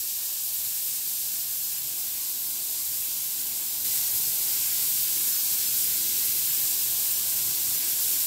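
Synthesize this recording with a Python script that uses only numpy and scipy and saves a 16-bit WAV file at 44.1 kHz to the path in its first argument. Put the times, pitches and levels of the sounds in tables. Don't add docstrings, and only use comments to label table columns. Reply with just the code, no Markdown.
import sys
import numpy as np
from scipy import signal
from scipy.fft import rfft, irfft, next_fast_len
from scipy.io import wavfile

SR = 44100
rng = np.random.default_rng(int(sys.argv[2]) if len(sys.argv) > 2 else 0)


def gain_from_decibels(decibels):
    exponent = np.asarray(decibels, float) / 20
    return 10 ** exponent


def store_wav(level_fs):
    pcm = np.round(np.clip(np.atleast_2d(level_fs), -1, 1) * 32767)
    wavfile.write(sys.argv[1], SR, pcm.T.astype(np.int16))


N = 364266

# f/Hz, level/dB per Hz
JET_SPECTRUM = [(1800, -34), (2600, -18), (3200, -14.5), (3900, -9.7), (5400, -7.2), (6400, -7.3),
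                (7600, -3.8), (8700, -4.2), (9700, -7.7), (10600, -5.4), (11900, -1.1), (13000, -1.1),
                (14200, -2.0), (15740, -3.2)]
# level/dB, gain step/dB
HISS_LEVEL = (-29.5, 3.98)


def nozzle_hiss():
    level_db, step_db = HISS_LEVEL
    hiss_db = level_db + step_db * gain_step() + nozzle_aim_db()
    return gain_from_decibels(hiss_db) * turbulence(JET_SPECTRUM, shared_db=0.26, near_db=0.39, own_db=0.23, rate=12.4)


# t/s, hiss level/dB about the mean
NOZZLE_AIM = [(0, 0), (.3, -.4), (.85, .5), (1.5, 0.06), (1.9, -.5), (2.3, -.5), (2.7, 0), (3.8, 0.3),
              (3.9, -0.4), (4.3, -0.54), (4.8, .2), (5.6, .5), (6.4, 0.17), (6.9, 0), (7.4, -.5), (7.8, 0),
              (8.26, .5)]


def nozzle_aim_db():
    aim_db, = in_time(NOZZLE_AIM)
    return aim_db


# f/Hz, level/dB per Hz
UPPER_ROAR = [(900, -27), (1250, -7), (1600, -4), (2200, -3.5), (2800, -3), (3400, -4), (4500, -31)]
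LOWER_ROAR = [(380, -27), (520, -8.5), (700, -0.5), (810, -3.5), (950, -2), (1200, -4.5), (1700, -42)]
BODY_ROAR = [(110, -33), (170, -5), (240, 0.5), (265, -3), (330, 0.5), (450, -4.5), (700, -23.5)]


def fan_roar(upper_db, lower_db, body_db):
    roar = gain_from_decibels(upper_db) * turbulence(UPPER_ROAR, shared_db=0.3, near_db=0.8, own_db=0.5, rate=6.7)
    roar += gain_from_decibels(lower_db) * turbulence(LOWER_ROAR, shared_db=0.0, near_db=0.6, own_db=0.8, rate=4.6)
    roar += gain_from_decibels(body_db) * turbulence(BODY_ROAR, shared_db=0.15, near_db=0.44, own_db=1.8, rate=4.8)
    return roar


# f/Hz, level/dB per Hz
RUMBLE_SPECTRUM = [(10, -32), (28, -18), (40, -7.5), (62, 2), (85, -1.5), (130, 2), (170, -3.5), (260, -36)]


def fan_rumble(rumble_db):
    hum_db = -5.5
    rumble = turbulence(RUMBLE_SPECTRUM, shared_db=2.1, near_db=1.0, own_db=0.1, rate=5.8)
    return gain_from_decibels(rumble_db) * (rumble + gain_from_decibels(hum_db) * blade_hum())


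def blade_hum():
    blade_hz, width_hz = 131.2, 26
    poles = resonance(blade_hz, width_hz)[0]
    once = signal.lfilter([1, 0, -1], poles, rng.standard_normal(N))
    return rms_one(signal.lfilter([1], poles, once))


# level/dB, gain step/dB, share of nearness, share of aim
FAN_LEVELS = [
    (-50.5, 4, 0.54, 1.5),
    (-58, 2.1, .8, -2.1),
    (-59.5, 2, 1.5, 0.5),
    (-61, 1.6, 0.86, -0.3),
]


def fan_layer_levels():
    stepped, near_db, aim_db = gain_step(), fan_nearness_db(), nozzle_aim_db()
    return [level_db + step_db * stepped + near_share * near_db + aim_share * aim_db
            for level_db, step_db, near_share, aim_share in FAN_LEVELS]


# t/s, fan level/dB
NEARNESS = [
    (0, -3.5),
    (1.5, -1.6),
    (3.0, -0.3),
    (3.8, 1),
    (5.5, .8),
    (8.26, 2),
]


def fan_nearness_db():
    near_db, = in_time(NEARNESS)
    return near_db


# t/s, shift (about -1..2)
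SWING = [(0, 2), (1.1, .8), (1.85, 0.28), (2.0, -0.8), (3.2, -0.28), (4.8, -1.1), (5.2, 0.67), (5.7, 0.51),
         (6.0, -.5), (6.35, -.9), (6.55, .9), (7.15, 0.98), (7.3, -0.65), (8.26, -0.26)]
NOTCH_REST = [
    (525, -7),
    (1300, 40),
    (1880, 105.0),
]


def notch_hz():
    swing, = in_time(SWING)
    return [rest_hz + slide * swing for rest_hz, slide in NOTCH_REST]


# width/Hz, level/dB at the bottom
NOTCH_SHAPE = [
    (149, -1),
    (223, -6),
    (189, -7),
]


def echo_notches(x):
    for centre_hz, (width_hz, depth_db) in zip(notch_hz(), NOTCH_SHAPE):
        band, state = np.zeros(N), np.zeros(2)
        for i in range(0, N, 1024):
            poles, r = resonance(centre_hz[i], width_hz)
            zeros = [(1 - r * r) / 2, 0, (r * r - 1) / 2]
            band[i:i + 1024], state = signal.lfilter(zeros, poles, x[i:i + 1024], zi=state)
        x = x - (1 - gain_from_decibels(depth_db)) * band
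    return x


def gain_step():
    step_s, rise_s = 3.845, .002
    return np.clip((np.arange(N) / SR - step_s) / rise_s + .5, 0, 1)


def turbulence(spectrum, shared_db, near_db, own_db, rate):
    size = next_fast_len(N)
    hz = np.maximum(np.arange(size // 2 + 1) * SR / size, 1)
    points = np.array(spectrum)
    shape_db = np.interp(np.log(hz), np.log(points[:, 0]), points[:, 1], left=-90, right=-90)
    noise = rfft(rng.standard_normal(size)) * gain_from_decibels(shape_db)
    place = 2 * np.log2(hz)
    first = int(place[1:][shape_db[1:] > -50].min())
    last = int(place[shape_db > shape_db[-1]].max(initial=0)) + 1
    out, shared, before = np.zeros(N), drift(rate), drift(rate)
    for k in range(first, last + 1):
        after = drift(rate)
        overlap = np.clip(1 - abs(place - k), 0, 1)
        band = irfft(noise * overlap, size)[:N]
        swell_db = shared_db * shared + near_db * (before + after) + own_db * drift(rate / 5)
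        out += band * gain_from_decibels(swell_db)
        before = after
    return rms_one(out)


def drift(rate):
    r = np.exp(-80 * np.pi * rate / SR)
    sparse = rng.standard_normal(N // 40 + 2002)
    slow = signal.lfilter([1], [1, -2 * r, r * r], sparse)[2000:]
    return np.interp(np.arange(N) / 40, np.arange(len(slow)), rms_one(slow))


def resonance(centre_hz, width_hz):
    r = np.exp(-np.pi * width_hz / SR)
    return [1, -2 * r * np.cos(2 * np.pi * centre_hz / SR), r * r], r


def rms_one(x):
    return x / np.sqrt(np.mean(x ** 2) + 1e-20)


def in_time(rows):
    s, *columns = np.transpose(rows)
    return [np.interp(np.arange(N) / SR, s, c) for c in columns]


def scene():
    upper_db, lower_db, body_db, rumble_db = fan_layer_levels()
    mix = nozzle_hiss() + fan_roar(upper_db, lower_db, body_db) + fan_rumble(rumble_db)
    return np.tile(echo_notches(mix), (2, 1))


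FRAME = 2048


def frame_at(s):
    return slice(round(s * SR) - FRAME // 2, round(s * SR) + FRAME // 2)


def frame_band(x, low, high):
    hz = np.arange(FRAME // 2 + 1) * SR / FRAME
    return irfft(rfft(x) * ((hz > low) & (hz < high)))


def frame_fade():
    return np.sin(np.pi / 2 * np.sin(np.pi * (np.arange(FRAME) + .5) / FRAME) ** 2)


# t/s, length/frames, which notch (0..2)
HOLES = [(0.419, 1, 2), (1.046, 2, 2), (1.859, 1, 2), (1.998, 1, 2), (2.323, 1, 2), (2.486, 1, 2),
         (2.532, 1, 2), (2.718, 2, 1), (3.136, 2, 2), (3.925, 1, 1), (3.925, 1, 2), (4.018, 1, 2),
         (4.065, 1, 2), (4.367, 2, 2), (4.808, 1, 2), (5.226, 1, 2), (5.411, 4, 2), (5.62, 1, 1),
         (5.69, 1, 2), (5.969, 2, 2), (6.34, 1, 2), (6.549, 1, 2), (6.619, 1, 1), (7.014, 1, 2),
         (7.153, 1, 2), (7.315, 1, 2), (7.548, 1, 2), (7.664, 3, 2), (7.942, 1, 1)]


def drop_bands(x):
    hole_width_hz = 250
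    stray_holes, stray_spread_hz, stray_width_hz = 45, 90, 120
    first_frame_s, hop_s = .0243, FRAME / 2 / SR
    out, fade, centres = x.copy(), frame_fade(), notch_hz()
    drops = []
    for s, frames, notch in HOLES:
        centre_hz = centres[notch][round(s * SR)]
        drops += [(s + k * hop_s, centre_hz, hole_width_hz) for k in range(frames)]
    for when, which, off in rng.random((stray_holes, 3)):
        s = first_frame_s + hop_s * int(when * (N / SR / hop_s - 3))
        centre_hz = centres[int(3 * which)][round(s * SR)]
        drops.append((s, centre_hz + stray_spread_hz * (2 * off - 1), stray_width_hz))
    for s, hz, width in drops:
        span = frame_at(s)
        out[:, span] -= fade * frame_band(fade * out[:, span], hz - width / 2, hz + width / 2)
    return out


# t/s, lowest f/kHz, highest f/kHz, number of bands between them
SWAPS = [(0.396, 11, 15.2, 2), (0.837, 13.7, 15.2, 1), (1.185, 6.8, 14.4, 3), (1.301, 7.6, 13.8, 3),
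         (1.394, 9.6, 11.8, 1), (1.65, 4.1, 5.8, 1), (1.743, 4.1, 15.7, 3), (1.789, 5.1, 7, 1),
         (2.695, 4.7, 6.3, 1), (3.693, 5.6, 12.4, 3), (4.041, 7.5, 9, 1), (4.25, 4.7, 5.6, 1),
         (4.483, 11.6, 13.8, 1), (4.761, 11, 12.4, 1), (5.202, 4.2, 5.2, 1), (5.342, 5.1, 9, 1),
         (5.388, 4.2, 11.8, 3), (5.667, 5.6, 6.9, 1), (5.69, 4.6, 15.2, 3), (5.922, 7.5, 8.9, 1),
         (6.503, 5.1, 15.7, 2), (6.665, 13, 14.5, 1), (6.805, 4.1, 11.8, 2), (7.153, 6.2, 14.5, 2),
         (7.246, 11.7, 13.8, 1), (7.594, 9.6, 11.8, 1), (7.78, 4.1, 7.7, 2), (7.826, 11.7, 13.1, 1)]


def swap_for_noise(x):
    swap_db, several_width_hz = -0.1, 1500
    out, fade = x.copy(), frame_fade()
    for s, lowest, highest, count in SWAPS:
        span = frame_at(s)
        width = several_width_hz if count > 1 else 1000 * (highest - lowest)
        for low in np.linspace(1000 * lowest, 1000 * highest - width, count):
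            band = frame_band(x[:, span], low, low + width)
            noise = frame_band(rng.standard_normal((2, FRAME)), low, low + width)
            fresh = rms_one(noise) * np.sqrt(np.mean(band ** 2))
            removed = (1 - np.sqrt(1 - fade ** 2)) * band
            out[:, span] += gain_from_decibels(swap_db) * fade * fresh - removed
    return out


def top_cut(x):
    return signal.sosfilt(signal.butter(12, 17080, fs=SR, output="sos"), x)


def record(dry):
    mix = swap_for_noise(drop_bands(dry))
    return top_cut(mix)


dry = scene()
out = record(dry)
store_wav(out)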